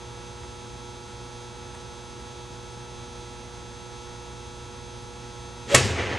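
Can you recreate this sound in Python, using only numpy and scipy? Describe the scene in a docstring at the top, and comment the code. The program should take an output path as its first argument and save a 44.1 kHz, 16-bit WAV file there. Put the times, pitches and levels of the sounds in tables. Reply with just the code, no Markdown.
"""A small hard-walled room with buzzing lamps and a fan, where a golfer hits one ball off a mat into a net.
Shoes and club tap the mat; the shaft sings and the head hisses on the way down; filtered noise bursts make
the crack, ringing sines the club, low sines the thuds; slow-dying grainy noise makes the net's rustle.
A tape camera with a narrow stereo microphone listens from a few metres away."""
import sys
import numpy as np
from scipy import signal
from scipy.fft import rfft, irfft, dct
from scipy.io import wavfile

SR = 44100
rng = np.random.default_rng(int(sys.argv[2]) if len(sys.argv) > 2 else 0)


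def inscribe(sig):
    """Save sig as 16-bit PCM at rate SR to the path in sys.argv[1].

    A 1-D sig is mono; a 2-D sig holds one channel per row.
    Samples are clipped to [-1, 1] before scaling.
    """
    pcm = np.round(np.clip(np.atleast_2d(sig).T, -1, 1) * 32767)
    wavfile.write(sys.argv[1], SR, pcm.astype(np.int16))


N = 272538
T = np.arange(N) / SR  # time, s
STRIKE_S = 5.7472  # the face meets the ball

# colour of the crack and its early echoes: f/Hz, relative level per Hz/dB
CRACK_COLOUR = [(30, -25), (150, 5), (500, 2.5), (1100, -2.5), (2200, 7), (4200, -3.5), (7200, 2.5),
                (9200, -3), (11000, -15), (12500, -27)]


def undb(db):
    """Decibels to gain."""
    return 10 ** (np.asarray(db) / 20)


def unit(x):
    """Scale to rms 1."""
    return x / np.sqrt(np.mean(x ** 2))


def colour(x, points):
    """Filter by a spectrum of (Hz, dB) points, joined by straight lines over log frequency."""
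    hz, db = np.transpose(points)
    f = np.maximum(np.arange(N) * SR / (2 * N), 1)
    gain = undb(np.interp(np.log(f), np.log(hz), db))
    return dct(dct(x, norm="ortho") * gain, type=3, norm="ortho")


def noise(points):
    """Unrelated mid and side noises of one colour, together of rms 1."""
    return unit(colour(rng.standard_normal((2, N)), points))


def walk(rate):
    """Smooth random curve of rms 1 with about `rate` turns a second."""
    f = np.fft.rfftfreq(N, 1 / SR)
    return unit(irfft(rfft(rng.standard_normal(N)) / (1 + (f / rate) ** 4), N))


def blow(start, rise, t60):
    """Envelope that rises at `start` and dies away by 60 dB in `t60` seconds."""
    age = np.maximum(T - start, 0)
    return (1 - np.exp(-age / rise)) * np.exp(-np.log(1000) * age / t60)


def tone(hz):
    """A sine of rms 1 with random phases in mid and side."""
    return np.sqrt(2) * np.sin(2 * np.pi * (hz * T + rng.random((2, 1))))


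def strike(crack_db=-1, crack_t60=.012, brush_db=-2, brush_lead=0.0028, ring_db=-5):
    """The sole brushes the mat, then the face cracks on the ball; floor and walls repeat it and the club rings."""
    # the crack and its first reflections: delay/s, level before crack_db/dB
    paths = [(0, 4), (.0026, 1.5), (.0068, -7), (0.0117, -9), (0.0172, -18), (.034, -8.5), (.047, -17)]
    # modes of club head and shaft: f/Hz, level before ring_db/dB, t60/s
    club = [(1135, -17.5, 0.15), (1433, -36, 0.17), (2000, -31, 0.54), (2564, -29, 0.35),
            (2650, -17.5, 0.22), (2952, -33, 0.72), (4380, -42, 0.21), (6200, -32, .28), (6660, -27, .2),
            (6810, -22, 0.22), (7350, -22, 0.11)]
    brush = noise([(25, -30), (60, 0), (130, -5.0), (700, -4.5), (1500, -6), (4000, -14), (9000, -20),
                   (12000, -32)])
    brush *= undb(brush_db) * blow(STRIKE_S - brush_lead, rise=0.00095, t60=0.025)
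    bursts = sum(undb(db) * blow(STRIKE_S + lag, rise=0.0003, t60=crack_t60) for lag, db in paths)
    crack = bursts * noise(CRACK_COLOUR)
    ring = sum(undb(db) * tone(hz) * blow(STRIKE_S, rise=0.00071, t60=t60) for hz, db, t60 in club)
    return brush + undb(crack_db) * crack + undb(ring_db) * ring


def swish(rough=0.34, wander=0.04):
    """Vortices off the shaft sing at a pitch that follows the club's speed; the head adds hiss."""
    # the club is fastest just before the ball, and its speed is a bell curve in time
    fastest_lead_s, swing_width_s = .019, .046
    # mean pitch at top speed; loudest at this lead before the ball, as the sole meets the mat
    sing_hz, sing_db, sing_lead_s = 569.4, -11, 0.0022
    swell_db_per_s, collapse_db_per_s = 700, 2600
    # hiss at top speed, and its fall for a tenfold drop in speed
    top_hiss_db, hiss_db_per_decade = -24.5, 62

    log_speed = -.5 * ((T - STRIKE_S + fastest_lead_s) / swing_width_s) ** 2
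    pitch = sing_hz * np.exp(log_speed) * (1 + wander * walk(90))
    phase = 2 * np.pi * (np.cumsum(pitch) / SR + rng.random((2, 1)))
    eddies = noise([(100, -12), (230, -11), (500, 10), (800, -19), (2000, -29)])
    sing = np.sqrt(2) * np.sin(phase) + rough * eddies
    past_mat = T - STRIKE_S + sing_lead_s
    level_db = sing_db + np.minimum(swell_db_per_s * past_mat, -collapse_db_per_s * past_mat)

    hiss = noise([(100, -12), (260, 8.5), (480, 9.0), (800, -4), (1600, -0.5), (3300, -3), (5000, -10.5),
                  (7500, -9.5), (12000, -35)])
    hiss_db = top_hiss_db + hiss_db_per_decade * log_speed / np.log(10)
    return sing * undb(level_db) + hiss * undb(hiss_db)


def thuds(beat_db=1.5):
    """Mat and net take the blows and set the room's low modes booming; close modes beat unevenly."""
    # club on mat and ball in net: t/s, f/Hz, level before rise and beating/dB, rise/s, t60/s
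    dull_blows = [(5.743, 128.5, -15, 0.0016, 0.37), (5.834, 98.7, -8.5, .014, 0.14),
                  (5.892, 85.7, -25, .012, 0.54)]
    boom = sum(undb(db) * np.sin(2 * np.pi * hz * (T - s)) * blow(s, rise, t60)
               for s, hz, db, rise, t60 in dull_blows)
    return np.array([boom, boom]) * undb(beat_db * walk(25))


def net(grain_db=2.0, flap_db=0.9, catch_s=5.835, catch_db=-22, catch_t60=0.27):
    """The ball drags into the mesh with a short hiss; the net swings on and its cords rub in small uneven slips."""
    # colour of the rustle: f/Hz, relative level per Hz/dB
    rustle = [(25, -24), (50, -10), (90, 12), (170, -3), (450, 5), (750, -2.5), (1250, -4.5), (2000, -1),
              (3000, -7.5), (4200, -16), (6500, -21), (9000, -37), (12000, -66)]
    # the net is shaken as it catches the ball and again as it swings back: t/s, level before rise/dB
    shakes = [(5.83, -31), (5.935, -26)]
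    drag = noise([(25, -25), (80, -6), (200, 19), (400, -1), (1000, -27), (3000, -19), (7000, -6),
                  (12000, -27)])
    drag *= undb(catch_db) * blow(catch_s, rise=0.01, t60=catch_t60)
    # the two shakes add in power
    shaking = np.sqrt(sum((undb(db) * blow(s, rise=.026, t60=3.9)) ** 2 for s, db in shakes))
    slips = undb(grain_db * walk(300) + flap_db * walk(25))
    return drag + noise(rustle) * shaking * slips


def room(tail_db=-17.0, early_db=-20.0, early_t60=0.22):
    """Dense early echoes of the crack, then a tail that lasts longest in the bass."""
    # reverberation of the crack: f/Hz, relative level per Hz at its start/dB, t60/s
    hz, db, t60 = np.transpose([(91, 9, 1.7), (201, -7, 1.3), (416, 7.5, 0.76), (900, -3, 0.65),
                                (2200, -0.5, 0.62), (4200, -4.5, 0.65), (7000, -8, 0.71),
                                (8900, -13.5, 0.58), (12000, -28, .33)])
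    spectrum = rfft(noise([(25, -25), *zip(hz, db)]))
    log_f = np.log(np.maximum(np.fft.rfftfreq(N, 1 / SR), 1))
    tail = 0
    for peak, decay in zip(np.eye(len(hz)), t60):
        # triangular bands that overlap and add up to the whole spectrum
        band = np.interp(log_f, np.log(hz), peak)
        tail = tail + irfft(spectrum * band, N) * blow(STRIKE_S, rise=0.0045, t60=decay)
    early = noise(CRACK_COLOUR) * blow(STRIKE_S, rise=0.0029, t60=early_t60)
    return undb(tail_db) * tail + undb(early_db) * early


def stance(grain_db=4):
    """Shoes and club touch the mat lightly; its bristles make the touch gritty."""
    # soft taps and shuffles while taking the stance: t/s, level before rise/dB
    taps = [(.428, -45), (1.075, -43), (1.405, -48), (1.735, -44), (2.19, -47)]
    scuff = noise([(100, -10), (400, 6), (2000, 1), (5000, -9), (9000, -8), (12000, -29)])
    scuff = unit(scuff * undb(grain_db * walk(200)))
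    return scuff * sum(undb(db) * blow(s, rise=0.0016, t60=0.27) for s, db in taps)


def fan(air_db=-44.0, waver_db=1.7):
    """Steady moving air with a few wavering motor lines."""
    # motor whine: f/Hz, level about which it wavers/dB
    motor = [(866, -59), (926, -59.5), (1160, -69), (6743, -70), (7440, -74)]
    # colour of ventilation and hiss: f/Hz, relative level per Hz/dB
    air = [(15, -25), (30, -10), (45, -5), (80, -1.4), (115, -1.5), (180, -7), (400, -11.5), (1000, -16),
           (2300, -22.5), (4500, -25), (7200, -25), (10500, -34), (11500, -47)]
    whine = sum(tone(hz) * undb(db + waver_db * walk(2)) for hz, db in motor)
    return noise(air) * undb(air_db) + whine


def lamps(mains_hz=59.995, weak_db=-70, fall_db_per_khz=-1.85, scatter_db=4.0, waver_db=.5):
    """Mains buzz: strong partials over a weak comb, strongest at multiples of twice the mains frequency."""
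    # strong partials: multiple of the mains frequency, level about which it wavers/dB
    strong = [(1, -50.5), (2, -47.5), (4, -57.5), (6, -50.5), (8, -49.5), (14, -52), (16, -56.5),
              (18, -63.5), (22, -54), (24, -64.5), (28, -64.5), (44, -63.5), (46, -67.5), (54, -61),
              (58, -60.1), (62, -60.5), (64, -66), (66, -61.5), (74, -63), (82, -62.5), (104, -59),
              (106, -59)]
    order = np.arange(180)
    above_4_khz = np.maximum(order * mains_hz / 1000 - 4, 0)
    db = weak_db + fall_db_per_khz * above_4_khz + scatter_db * rng.standard_normal(len(order))
    db = db - 11 * (order % 2)  # both half cycles buzz nearly alike
    for multiple, level_db in strong:
        db[int(round(multiple))] = level_db
    partials = (order > 0) * undb(db) * np.exp(2j * np.pi * rng.random((2, len(order))))
    # one mains cycle as a wavetable, read round and round
    size = 8192
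    cycle = irfft(partials, size) * size / np.sqrt(2)
    place = (T * mains_hz % 1) * size
    buzz = np.array([np.interp(place, np.arange(size), c, period=size) for c in cycle])
    return buzz * undb(waver_db * walk(7.6))


def stereo(mid_side, side_gain):
    """Left and right from mid and side, the side scaled band by band."""
    mid, side = mid_side[0], colour(mid_side[1], side_gain)
    return np.array([mid + side, mid - side])


def scene():
    """The shot comes from straight ahead, the hum from all around."""
    # side gain of the shot by band: f/Hz, gain/dB
    shot_side = [(60, -12), (110, -15), (200, -18), (350, -19), (640, -18), (1160, -16), (2090, -15),
                 (3790, -15.5), (6840, -64), (12400, -22)]
    # side gain of the hum by band: f/Hz, gain/dB
    hum_side = [(60, -8), (110, -12), (200, -3), (350, -11), (640, -9.5), (1160, -6), (2090, -7),
                (3790, -11.5), (6840, -88), (12400, 1)]
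    shot = stereo(strike() + swish() + thuds() + net() + room() + stance(), shot_side)
    hum = stereo(fan() + lamps(), hum_side)
    return (shot + hum) * undb([[-.2], [.2]])  # right slightly louder


def record(dry, notch_depth=0.81, notch_feedback=0.54):
    """The camera notches out the multiples of its head-drum rate, rounds the loudest peaks and cuts the top."""
    drum_hz, top_hz = 149.85, 12400
    size = N + SR // 4  # spare time keeps the echoes from wrapping round to the start
    # delay by one drum turn, fed back into a running average of past turns
    turn = np.exp(-2j * np.pi * np.fft.rfftfreq(size, 1 / SR) / drum_hz)
    repeating = (1 - notch_feedback) * turn / (1 - notch_feedback * turn)
    notched = irfft(rfft(dry, size) * (1 - notch_depth * repeating), size)[:, :N]
    rounded = np.tanh(notched * (1 + notch_feedback) / 2)
    top_cut = signal.ellip(8, .2, 80, top_hz, fs=SR, output="sos")
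    return signal.sosfilt(top_cut, rounded)


dry = scene()
out = record(dry)
inscribe(out)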